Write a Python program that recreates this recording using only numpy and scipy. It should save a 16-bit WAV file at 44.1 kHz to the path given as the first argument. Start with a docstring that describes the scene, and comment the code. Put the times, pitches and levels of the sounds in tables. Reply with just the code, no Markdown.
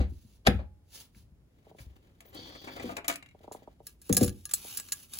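"""A small room, close to a table with a playmat. A palm slaps the mat, booming through the board, and
brushes off it. On the left, something like a drawer scrapes and sings along its runners and knocks to
a stop; the table creaks in tiny slips. A plastic box cutter lands with two thumps, its loose blade
rattling, then hisses over the mat and is picked up. A low rumble lies under it all."""
import sys
import numpy as np
from scipy import signal
from scipy.fft import rfft, irfft, next_fast_len
from scipy.io import wavfile
from scipy.ndimage import uniform_filter1d

SR = 44100
rng = np.random.default_rng(int(sys.argv[2]) if len(sys.argv) > 2 else 0)


def to_wav(s):
    """Save 16-bit WAV."""
    ch = np.atleast_2d(s).T  # columns
    pcm = np.round(np.clip(ch, -1, 1) * 32767)  # PCM
    wavfile.write(sys.argv[1], SR, pcm.astype(np.int16))


N = 229011
NOW = np.arange(N) / SR
HIT_TIME = np.arange(SR // 2) / SR

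# Levels in the tables are relative within a layer; the functions set the final balance.
# Colour of the room tone. Each row: frequency in Hz, gain in dB.
RUMBLE_EQ = [(15, -25.5), (28, -12.5), (55, 6), (94, 2), (200, -5), (400, -13.5), (1000, -28), (7000, -38),
             (16000, -39.5)]
# Stereo width of diffuse sound. Each row: frequency in Hz, side over mid in dB.
STEREO_WIDTH = [(60, -12), (250, -13.5), (500, -2), (1000, -4), (3500, 4), (6000, 1.5), (16000, -19.5)]
# The room's tail. Each row: frequency in Hz, t60 in seconds.
ROOM_DECAY = [(60, 0.45), (250, .3), (800, 0.2), (2500, 0.23), (6000, 0.11), (15000, 0.13)]
# Bands where the left and right ports swing against each other. Each row: centre and half width in Hz.
ANTIPHASE_BANDS = [(5200, 450), (8600, 1306), (13400, 1400)]

# Soft blows on the table. Each row: start in seconds, level in dB, low and high edge in Hz.
THUMPS = [(0.001, -20.5, 50.5, 93), (0.004, -33.5, 158, 644), (0.117, -47, 60.6, 370),
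          (0.246, -52.5, 55.4, 237), (0.4703, -16, 70, 835), (0.55, -25, 50.5, 107), (1.162, -55, 70, 217),
          (1.236, -56.5, 49.8, 150), (1.319, -55.5, 50, 200), (1.804, -47.5, 59.7, 156),
          (1.867, -43.5, 49.4, 98), (2.839, -34, 232, 471), (2.861, -43, 200, 422),
          (4.095, -19.5, 196, 501.4), (4.107, -27, 92, 383), (4.127, -38.5, 280, 708),
          (4.168, -31.5, 118, 719), (4.209, -16.5, 195, 570.5), (4.217, -23.5, 75, 236),
          (4.274, -30, 50.72, 121)]
# The table's ring. Each row: pitch in Hz, level in dB, t60 in seconds.
TABLE_MODES = [(62.5, 9.5, 0.15), (85.6, 1, 0.32), (102.8, 2, 0.14), (142, -8, 0.28), (190, -5.5, 0.27),
               (203, -3, 0.19), (240.1, -2.5, 0.12), (293.7, -2, 0.13), (362, -14, 0.21),
               (482.7, -2.5, 0.14), (572.4, -11, 0.16), (772, 0, 0.12), (836, -26, 0.61)]
# Fingers, palm and later the cutter landing on the mat.
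# Each row: start in seconds, level in dB, tilt in dB per octave, t60 in seconds.
SLAPS = [(0.002, -38.5, -4, 0.17), (0.451, -49, -3.5, 0.11), (0.4605, -44, -2, 0.025),
         (0.4655, -31.5, -3, 0.0086), (0.4678, -25.5, 0.5, 0.018), (0.4718, -19.5, -2.5, 0.0037),
         (0.589, -42, -8, 0.17), (4.095, -39.5, -6, 0.037), (4.21, -38, -8, 0.054)]
# Colour of a slap. Each row: frequency in Hz, gain in dB.
SLAP_EQ = [(200, -13.5), (500, -2.5), (780, 3.5), (1000, -4.5), (1400, -1.5), (2100, 0), (3200, -5),
           (4100, -1.5), (5500, -10.5), (9000, -14.5), (16000, -21)]
# Skin and sleeve brushing the mat. Each row: start and hold in seconds, level in dB.
BRUSHES = [(.1, 0.26, -66), (.49, 0.068, -64.5), (.945, 0.059, -45), (1.17, 0.027, -58.5),
           (1.805, 0.0057, -53)]
# Colour of the brushing. Each row: frequency in Hz, gain in dB.
BRUSH_EQ = [(150, -2.5), (600, -6.5), (1400, -9.5), (2200, -6), (3000, -2), (4000, -0.5), (5200, 0),
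            (7000, -3.5), (10500, -2), (13000, -6.5), (15500, -1.5)]

# Pushes on the drawer. Each row: start and hold in seconds, level in dB.
PUSHES = [(1.66, 0.82, -68), (2.36, 0.48, -54.5), (2.74, 0.096, -50.5), (2.9, 0.036, -51.5),
          (3.42, 0.29, -65.5)]
# Colour of the scraping runners. Each row: frequency in Hz, gain in dB.
RUNNER_EQ = [(60, 4.5), (200, 4), (450, 5), (800, -3), (1200, -6), (1800, -8.5), (2800, -6.5), (5300, -16),
             (7500, -18.5), (11000, -22), (16000, -16)]
# The drawer's knocks. Each row: start in seconds, level in dB, tilt in dB per octave,
# t60 in seconds, ring over crack in dB.
KNOCKS = [(1.785, -49.5, -1.5, 0.075, -19), (2.205, -49.5, 5.5, 0.017, -9), (2.347, -49, 9, 0.021, -20),
          (2.351, -43.5, -10, 0.068, -16), (2.39, -46.5, -10.5, 0.052, -24), (2.497, -48.5, -7, .05, -14),
          (2.523, -52.5, -7.5, .04, -8), (2.551, -46, -2, 0.054, -6), (2.673, -36.5, -4.5, 0.12, -10.5),
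          (2.765, -39, -5.5, 0.18, -7), (2.796, -36.5, -3.5, 0.066, -6.5), (2.864, -53, 0, 0.05, -19),
          (2.891, -41, -3.5, 0.027, 1), (2.894, -35.5, -4.5, 0.098, 7), (2.92, -40.5, -4.5, 0.065, 2),
          (2.967, -33.5, 1.5, 0.022, -9.5), (2.978, -35, -5.5, 0.071, -11), (3.044, -40.5, 0, 0.089, -3),
          (3.0805, -22, 7.5, 0.015, -13), (3.085, -30, -6.5, 0.12, 2.5), (3.098, -27.5, 1.5, 0.038, -3),
          (3.157, -37.5, 5.5, 0.011, -25), (3.226, -55, -6, .01, -11)]
# Colour of a crack on wood. Each row: frequency in Hz, gain in dB.
WOOD_EQ = [(100, -16), (180, -12.5), (290, 2.5), (430, -4.5), (560, 3.5), (700, 2), (950, 3), (1300, 5),
           (1850, 3.5), (2400, 8), (3500, -5), (5500, -8.5), (7700, -6), (10500, -15), (16000, -19)]
# The drawer's boxy ring. Each row: pitch in Hz, level in dB, t60 in seconds.
DRAWER_MODES = [(277, 5.5, 0.13), (377, 0, 0.039), (504, -0.5, 0.11), (680.4, 16, 0.092), (880, 4, 0.09),
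                (1233, 10.5, 0.12), (1430, -6, 0.083), (1750, -5, 0.11), (2770, 0.5, 0.068)]
# Thin runner squeaks, rising with speed and falling as it drops.
# Each row: start and length in seconds, level in dB, first and last pitch in Hz.
RUNNER_SQUEAKS = [(2.25, .04, -58, 15000, 15800), (2.255, 0.076, -64, 11730, 13270),
                  (2.55, .12, -65, 14500, 14950), (2.68, 0.054, -61, 15000, 14400),
                  (2.7, .075, -64, 12900, 11900)]
# The drawer running freely. Its row: start and hold in seconds, level in dB.
FREE_RUN = [(2.352, 0.518, -48.5)]
# Resonances of the rails. Each row: centre and width in Hz, level in dB.
RAIL_BANDS = [(3397, 300, 0), (4390, 190, -3.5), (4700, 200, -2), (5160, 800, -6)]
# Something loose in the drawer rocking to rest. Each row: start in seconds, level in dB.
ROCKS = [(3.157, -47.5), (3.226, -47), (3.261, -53.5), (3.288, -57.5), (3.311, -62)]
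# That loose thing's ring. Each row: pitch in Hz, level in dB, t60 in seconds.
LOOSE_MODES = [(2140, 2, 0.04), (2304, -1, 0.045), (2760, 0, 0.04), (3900, -3, 0.02)]
# Stick-slip creaks of the table. Each row: start in seconds, level in dB.
CREAKS = [(1.668, -56.5), (1.713, -54), (1.748, -56.5), (3.348, -55.5), (3.406, -60), (3.443, -52.5),
          (3.478, -46), (3.513, -43.5), (3.548, -44), (3.621, -56.5), (3.675, -47), (3.803, -53),
          (4.648, -51.5)]

# The blade clicking in its shell. Each row: start in seconds, level in dB, tilt in dB per octave,
# t60 in seconds, ping pitch in Hz, ping over click in dB.
BLADE_CLICKS = [(3.521, -46.5, -1, 0.13, 7000, -8), (3.868, -40, 0.5, 0.013, 10120, -10.5),
                (4.016, -52, 0.5, .049, 6950, -19), (4.0934, -40, 0.5, 0.018, 7000, -23),
                (4.1269, -24.5, 1, 0.012, 6500, -5.5), (4.147, -34.5, 0.5, .012, 6970, -4),
                (4.1678, -17.5, 1, 0.019, 9640, -7.5), (4.1777, -25.5, 0.5, 0.0095, 7030, -8),
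                (4.21, -32.5, -1, 0.17, 7040, -13), (4.229, -30.5, 0, 0.012, 9820, -13),
                (4.233, -30.5, -0.5, 0.022, 10300, -14), (4.2442, -32, 2.5, 0.018, 10200, -12),
                (4.262, -41, 0, 0.074, 6950, -3.5), (4.2784, -38.5, -2, 0.025, 10700, -11),
                (4.294, -44, -4, 0.0067, 10300, -19), (4.4539, -37.5, 0, 0.0097, 10300, -9),
                (4.492, -48.5, -4, 0.052, 6000, -11.5), (4.511, -39.5, -2.5, 0.035, 7050, -13),
                (4.537, -22, 4, 0.051, 7876, -2.5), (4.772, -30, 1.5, 0.025, 10130, -9),
                (4.787, -44.5, -4.5, 0.055, 7100, -16), (4.799, -39.5, -2.5, 0.0078, 7900, -3),
                (4.886, -50, -4.5, 0.017, 6950, -15), (4.921, -27, -0.5, 0.039, 6940, -5.5),
                (5.135, -39, 0, 0.032, 9900, -16), (5.187, -32, 1, 0.052, 10900, -11)]
# Colour of a click on the plastic shell. Each row: frequency in Hz, gain in dB.
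SHELL_EQ = [(300, -23), (850, -23), (1200, -8.5), (2300, -6.5), (3100, -9), (3600, -1), (5200, -4),
            (7200, 4), (10000, 5), (13000, 1), (15500, 2)]
# The cutter's ring. Each row: pitch in Hz, level in dB, t60 in seconds.
CUTTER_MODES = [(1183, -12, 0.13), (1667, -11.5, 0.11), (2720, -6, 0.061), (4123, -8, 0.11),
                (5255, 5, 0.043), (6670, -8, 0.055), (6980, -9.5, 0.11), (9510, 2.5, 0.027),
                (10240, 6, 0.033), (12400, -2, 0.032)]
# The cutter sliding over mat and fingers. Each row: start and hold in seconds, level in dB.
DRAGS = [(3.88, 0.018, -57), (4.06, .1, -55), (4.2, 0.046, -41), (4.33, 0.25, -61.5), (4.57, 0.21, -45),
         (4.7, 0.056, -46.5), (4.8, 0.24, -52.5), (5.135, 0.061, -43)]
# Colour of plastic on cloth. Each row: frequency in Hz, gain in dB.
DRAG_EQ = [(150, -4.5), (600, -8.5), (1800, -9), (2900, -1), (4000, -4), (6000, -1.5), (7500, -1),
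           (10000, 0.5), (15500, -1.5)]


def amp(db):
    return 10 ** (np.asarray(db) / 20)


def unit_rms(x):
    return x / np.sqrt(np.mean(x ** 2) + 1e-20)


def unit_hit(x):
    """Scales a hit to the energy of 10 ms at full level."""
    return x * np.sqrt(SR / 100 / (np.sum(x ** 2) + 1e-20))


def curve(points, hz):
    f, value = np.transpose(points)
    return np.interp(np.log(hz + 1), np.log(f + 1), value)


def passband(hz, low_hz, high_hz):
    return 1 / np.sqrt((1 + (low_hz / hz) ** 8) * (1 + (hz / high_hz) ** 14))


def shape(x, gain):
    """Filters x by a function of frequency."""
    n = x.shape[-1]
    size = next_fast_len(n + 4096)
    return irfft(rfft(x, size) * gain(np.fft.rfftfreq(size, 1 / SR) + 1), size)[..., :n]


def add(mix, start, sound):
    part = mix[max(round(start * SR), 0):][:len(sound)]
    part += sound[:len(part)]


def fade(t60):
    return np.exp(-np.log(1000) * HIT_TIME / max(t60, .002))


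def flutter(samples):
    """Smoothed random wavering of unit strength."""
    return unit_rms(uniform_filter1d(rng.standard_normal(N), size=samples))


def diffuse(samples):
    """Noise from all sides: nearly mono in the bass, wide in the presence range."""
    width = lambda f: amp(curve(STEREO_WIDTH, f))
    mid, side = rng.standard_normal((2, samples))
    side = shape(side, width)
    return shape(np.array([mid + side, mid - side]), lambda f: 1 / np.sqrt(1 + width(f) ** 2))


def place(x, lead_ms, left_db, near_db, room_db):
    """Direct sound reaching the left port first, quick echoes off nearby tins, and the room's tail."""
    lag = lambda f: np.exp(-2j * np.pi * f * lead_ms / 1000 * passband(f, 0, 2450))  # none in the treble
    direct = np.array([x * amp(left_db / 2), shape(x, lag) * amp(-left_db / 2)])
    near = shape(diffuse(len(HIT_TIME)), lambda f: passband(f, 400, SR))  # small tins reflect no bass
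    near *= fade(0.036) * (1 - fade(0.013))
    air = diffuse(len(HIT_TIME))
    centres, t60s = zip(*ROOM_DECAY)
    tail = sum(shape(air, lambda f: curve(list(zip(centres, band)), f)) * fade(t60)
               for band, t60 in zip(np.eye(len(centres)), t60s))
    tail *= 1 - fade(0.045)
    echoes = amp(near_db) * near / np.linalg.norm(near[0])
    echoes += amp(room_db) * tail / np.linalg.norm(tail[0])
    return direct + signal.fftconvolve(x[None], echoes, axes=1)[:, :N]


def room_tone():
    """A bed of low, steady rumble with faint hiss."""
    return amp(-62) * unit_rms(shape(diffuse(N), lambda f: amp(curve(RUMBLE_EQ, f))))


def bending_wave(low_hz, high_hz, travel_s):
    """Treble outruns bass through a board, so a blow arrives as a falling chirp."""
    def response(f):
        turns = travel_s * (2 * np.sqrt(f * high_hz) - 0.696 * f)
        return passband(f, low_hz, high_hz) * np.exp(-2j * np.pi * turns)
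    return unit_hit(shape(signal.unit_impulse(len(HIT_TIME)), response))


def rebound(wave, round_trip_hz, loss_db):
    """A wave bounces between the table's edges; the mat soon soaks up its treble."""
    feedback = lambda f: amp(loss_db) * passband(f, 0, 820) * np.exp(-2j * np.pi * f / round_trip_hz)
    return shape(wave, lambda f: 1 / (1 - feedback(f)))


def ring(modes, weight):
    """Dying sines of alternating polarity, each struck as hard as weight(Hz) says."""
    return sum((-1) ** k * amp(db) * weight(hz) * fade(t60) * np.sin(2 * np.pi * hz * HIT_TIME)
               for k, (hz, db, t60) in enumerate(modes))


def table_thumps():
    """Each blow sends a wave to and fro through the table top and leaves its modes ringing."""
    out = np.zeros(N)
    for start, db, low_hz, high_hz in THUMPS:
        wave = bending_wave(low_hz, high_hz, travel_s=.013)
        wave = shape(wave, lambda f: amp(-2 * np.log2(f / high_hz))) * (1 - fade(0.0045))
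        wave = unit_hit(rebound(wave, round_trip_hz=250, loss_db=-7))
        body = unit_hit(ring(TABLE_MODES, lambda hz: passband(hz, low_hz, high_hz)) * (1 - fade(0.037)))
        body_db = 1.5 - 0.08 * np.log2(high_hz / 120)  # sharper blows ring a little less
        add(out, start, amp(db) * (wave + amp(body_db) * body))
    out = shape(out, lambda f: passband(f, 38, SR))  # the blows carry no deep bass
    return place(out, lead_ms=0.27, left_db=2.5, near_db=-7.5, room_db=-14.5)


def hit(eq, modes, db, tilt_db, t60, ring_db=0):
    """A noise crack in the object's colour plus any ringing modes; tilt sets the brightness."""
    tilt = lambda f: amp(tilt_db * np.log2(np.maximum(f, 200) / 1000))
    noise = shape(rng.standard_normal(len(HIT_TIME)), lambda f: amp(curve(eq, f)) * tilt(f))
    sound = unit_hit(noise * fade(t60) * (1 - fade(0.0054)))
    if len(modes):
        # the grip detunes the modes from blow to blow
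        held = [(hz * (1 + 0.0106 * rng.standard_normal()), *rest) for hz, *rest in modes]
        weight = lambda hz: tilt(hz) * amp(2 * rng.standard_normal()) * rng.choice([-1, 1])
        sound += amp(ring_db) * unit_hit(ring(held, weight))
    return amp(db) * unit_hit(sound)


def hits(rows, eq, modes=()):
    """A series of blows on one object."""
    out = np.zeros(N)
    for start, *blow in rows:
        add(out, start, hit(eq, modes, *blow))
    return out


def mat_slaps():
    """Hand and cutter smack the mat: short cracks with no ring."""
    return place(hits(SLAPS, SLAP_EQ), lead_ms=0.31, left_db=3, near_db=-4, room_db=-11)


def strokes(rows, rise_db_per_s, fall_db_per_s, sag_db_per_s=0):
    """Envelope of rubbing strokes: each swells, holds or slowly sags, and dies away."""
    power = np.zeros(N)
    for start, hold, db in rows:
        attack = rise_db_per_s * np.maximum(start - NOW, 0)
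        sag = sag_db_per_s * np.clip(NOW - start, 0, hold)
        release = fall_db_per_s * np.maximum(NOW - start - hold, 0)
        power += amp(db - attack - sag - release) ** 2
    return np.sqrt(power)


def friction(envelope, eq, grain_db):
    """Countless small slips, clumped into grains a few milliseconds long."""
    grains = amp(grain_db * flutter(samples=150))
    slips = rng.standard_normal(N) * grains
    return envelope * unit_rms(shape(slips, lambda f: amp(curve(eq, f)) * passband(f, 46, SR)))


def resonate(x, hz, width_hz):
    """A resonance whose centre follows the curve hz."""
    carrier = np.exp(2j * np.pi * np.cumsum(hz) / SR)
    pole = np.exp(-np.pi * width_hz * 1.5 / SR)
    narrowed = signal.lfilter([(1 - pole) ** 2], [1, -2 * pole, pole * pole], x / carrier)
    return unit_rms((carrier * narrowed).real)


def squeak(start, length, db, first_hz, last_hz, width_hz):
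    """A short, rough squeak whose pitch glides with the sliding speed."""
    out, n = np.zeros(N), round(length * SR)
    tone = resonate(rng.standard_normal(n), np.linspace(first_hz, last_hz, n), width_hz)
    add(out, start, amp(db) * np.hanning(n) * tone)
    return out


def hand_brushes():
    """Skin and sleeve rub over the mat; a fingertip squeaks as it leaves."""
    brush = friction(strokes(BRUSHES, rise_db_per_s=399, fall_db_per_s=329), BRUSH_EQ, grain_db=2.5)
    fingertip = squeak(start=1.147, length=0.0041, db=-56, first_hz=2250, last_hz=1800, width_hz=400)
    return amp(-4.5) * place(brush + fingertip, lead_ms=0.05, left_db=0, near_db=-2.5, room_db=-6.5)


def drawer():
    """Runners scrape, squeak and catch on grit; the box knocks, and its contents crunch and rock."""
    bumps = amp(5.23 * flutter(samples=600))  # the runners catch and let go
    pushes = strokes(PUSHES, rise_db_per_s=108, fall_db_per_s=171.5)
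    scrape = friction(bumps * pushes, RUNNER_EQ, grain_db=0.5)
    grit = flurry(start=2.38, length=.5, first_db=-59.5, last_db=-52, per_s=18, tilt_db=-6, t60=.002)
    crunch = flurry(start=3.084, length=.06, first_db=-41, last_db=-49, per_s=300, tilt_db=3.5, t60=.003)
    crackle = hits(grit + crunch, WOOD_EQ)
    squeaks = sum(squeak(*row, width_hz=110) for row in RUNNER_SQUEAKS)
    sound = scrape + singing_rails() + squeaks + crackle + hits(KNOCKS, WOOD_EQ, DRAWER_MODES)
    for start, db in ROCKS:
        add(sound, start, hit(WOOD_EQ, LOOSE_MODES, db, tilt_db=1.5, t60=0.012, ring_db=3.5))
    return amp(-3.5) * place(sound, lead_ms=0.37, left_db=4, near_db=-3.5, room_db=-9.5)


def table_creaks():
    """Tiny slips in the table, each a short chirp, brighter when harder, echoed by the table's edge."""
    out = np.zeros(N)
    for start, db in CREAKS:
        slip = amp(db) * bending_wave(low_hz=220, high_hz=873 + 17 * (db + 50.5), travel_s=0.00458)
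        add(out, start, slip)
        add(out, start + rng.uniform(0.00284, 0.01136), amp(-12.5) * slip)
    return place(out, lead_ms=0.15, left_db=0, near_db=-4, room_db=-16.5)


def singing_rails():
    """The rails sing in rough bands that scoop up as the drawer gets going and keep creeping higher."""
    scoop, settle_s, creep_per_s, waver = 0.079, 0.028, 0.042, 0.0044
    age = np.maximum(NOW - FREE_RUN[0][0], 0)
    glide = 1 - scoop * np.exp(-age / settle_s) + creep_per_s * age
    slips = rng.standard_normal(N) * amp(1.2 * flutter(samples=150))
    song = sum(amp(db) * resonate(slips, hz * (glide + waver * flutter(samples=900)), width)
               for hz, width, db in RAIL_BANDS)
    return strokes(FREE_RUN, rise_db_per_s=1198, fall_db_per_s=249, sag_db_per_s=16.5) * unit_rms(song)


def flurry(start, length, first_db, last_db, per_s, tilt_db, t60):
    """Rows for hits(): small, uneven contacts that build or die away."""
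    jitter, accents = rng.uniform(-0.91, 1, size=(64, 2)).T
    progress = np.abs(np.arange(len(jitter)) + jitter) / (per_s * length)
    return [(start + u * length, first_db + u * (last_db - first_db) + 4 * accent, tilt_db, t60)
            for u, accent in zip(progress, accents) if u < 1]


def blade_rattle():
    """The loose blade clicks in its plastic shell; each contact has its own brightness and ping."""
    out = np.zeros(N)
    for start, db, tilt_db, t60, ping_hz, ping_db in BLADE_CLICKS:
        ping = unit_hit(fade(t60=0.032) * np.sin(2 * np.pi * ping_hz * HIT_TIME))
        click = hit(SHELL_EQ, CUTTER_MODES, db, tilt_db, t60, ring_db=-9.5)
        add(out, start, click + amp(db + ping_db) * ping)
    return place(out, lead_ms=0.058, left_db=-0.4, near_db=-5, room_db=-17.5)


def cutter_drag():
    """The shell hisses unevenly over the mat, lightly flanged by an echo off the moving hand."""
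    envelope = strokes(DRAGS, rise_db_per_s=393, fall_db_per_s=379.5) * amp(0.66 * flutter(samples=900))
    hiss = friction(envelope, DRAG_EQ, grain_db=2.5)
    echo_ms = .7 + 0.118 * flutter(samples=6000)
    hiss += amp(-10) * np.interp(NOW - echo_ms / 1000, NOW, hiss)
    return amp(-2.5) * place(hiss, lead_ms=0.13, left_db=-0.5, near_db=-3.5, room_db=-8)


def scene():
    table = table_thumps() + table_creaks()
    hands = mat_slaps() + hand_brushes()
    return table + hands + drawer() + blade_rattle() + cutter_drag() + room_tone()


def record(dry):
    """The right port turns out of phase in three treble bands; a steep low-pass trims the very top."""
    flip = lambda f: sum(np.exp(-((f - hz) / width) ** 2) for hz, width in ANTIPHASE_BANDS)
    right = shape(dry[1], lambda f: np.exp(1j * np.pi * flip(f)))
    lowpass = signal.firwin(127, 15950, window=("kaiser", 8), fs=SR)
    return signal.oaconvolve(np.array([dry[0], right]), lowpass[None], "same")


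dry = scene()
out = record(dry)
to_wav(out)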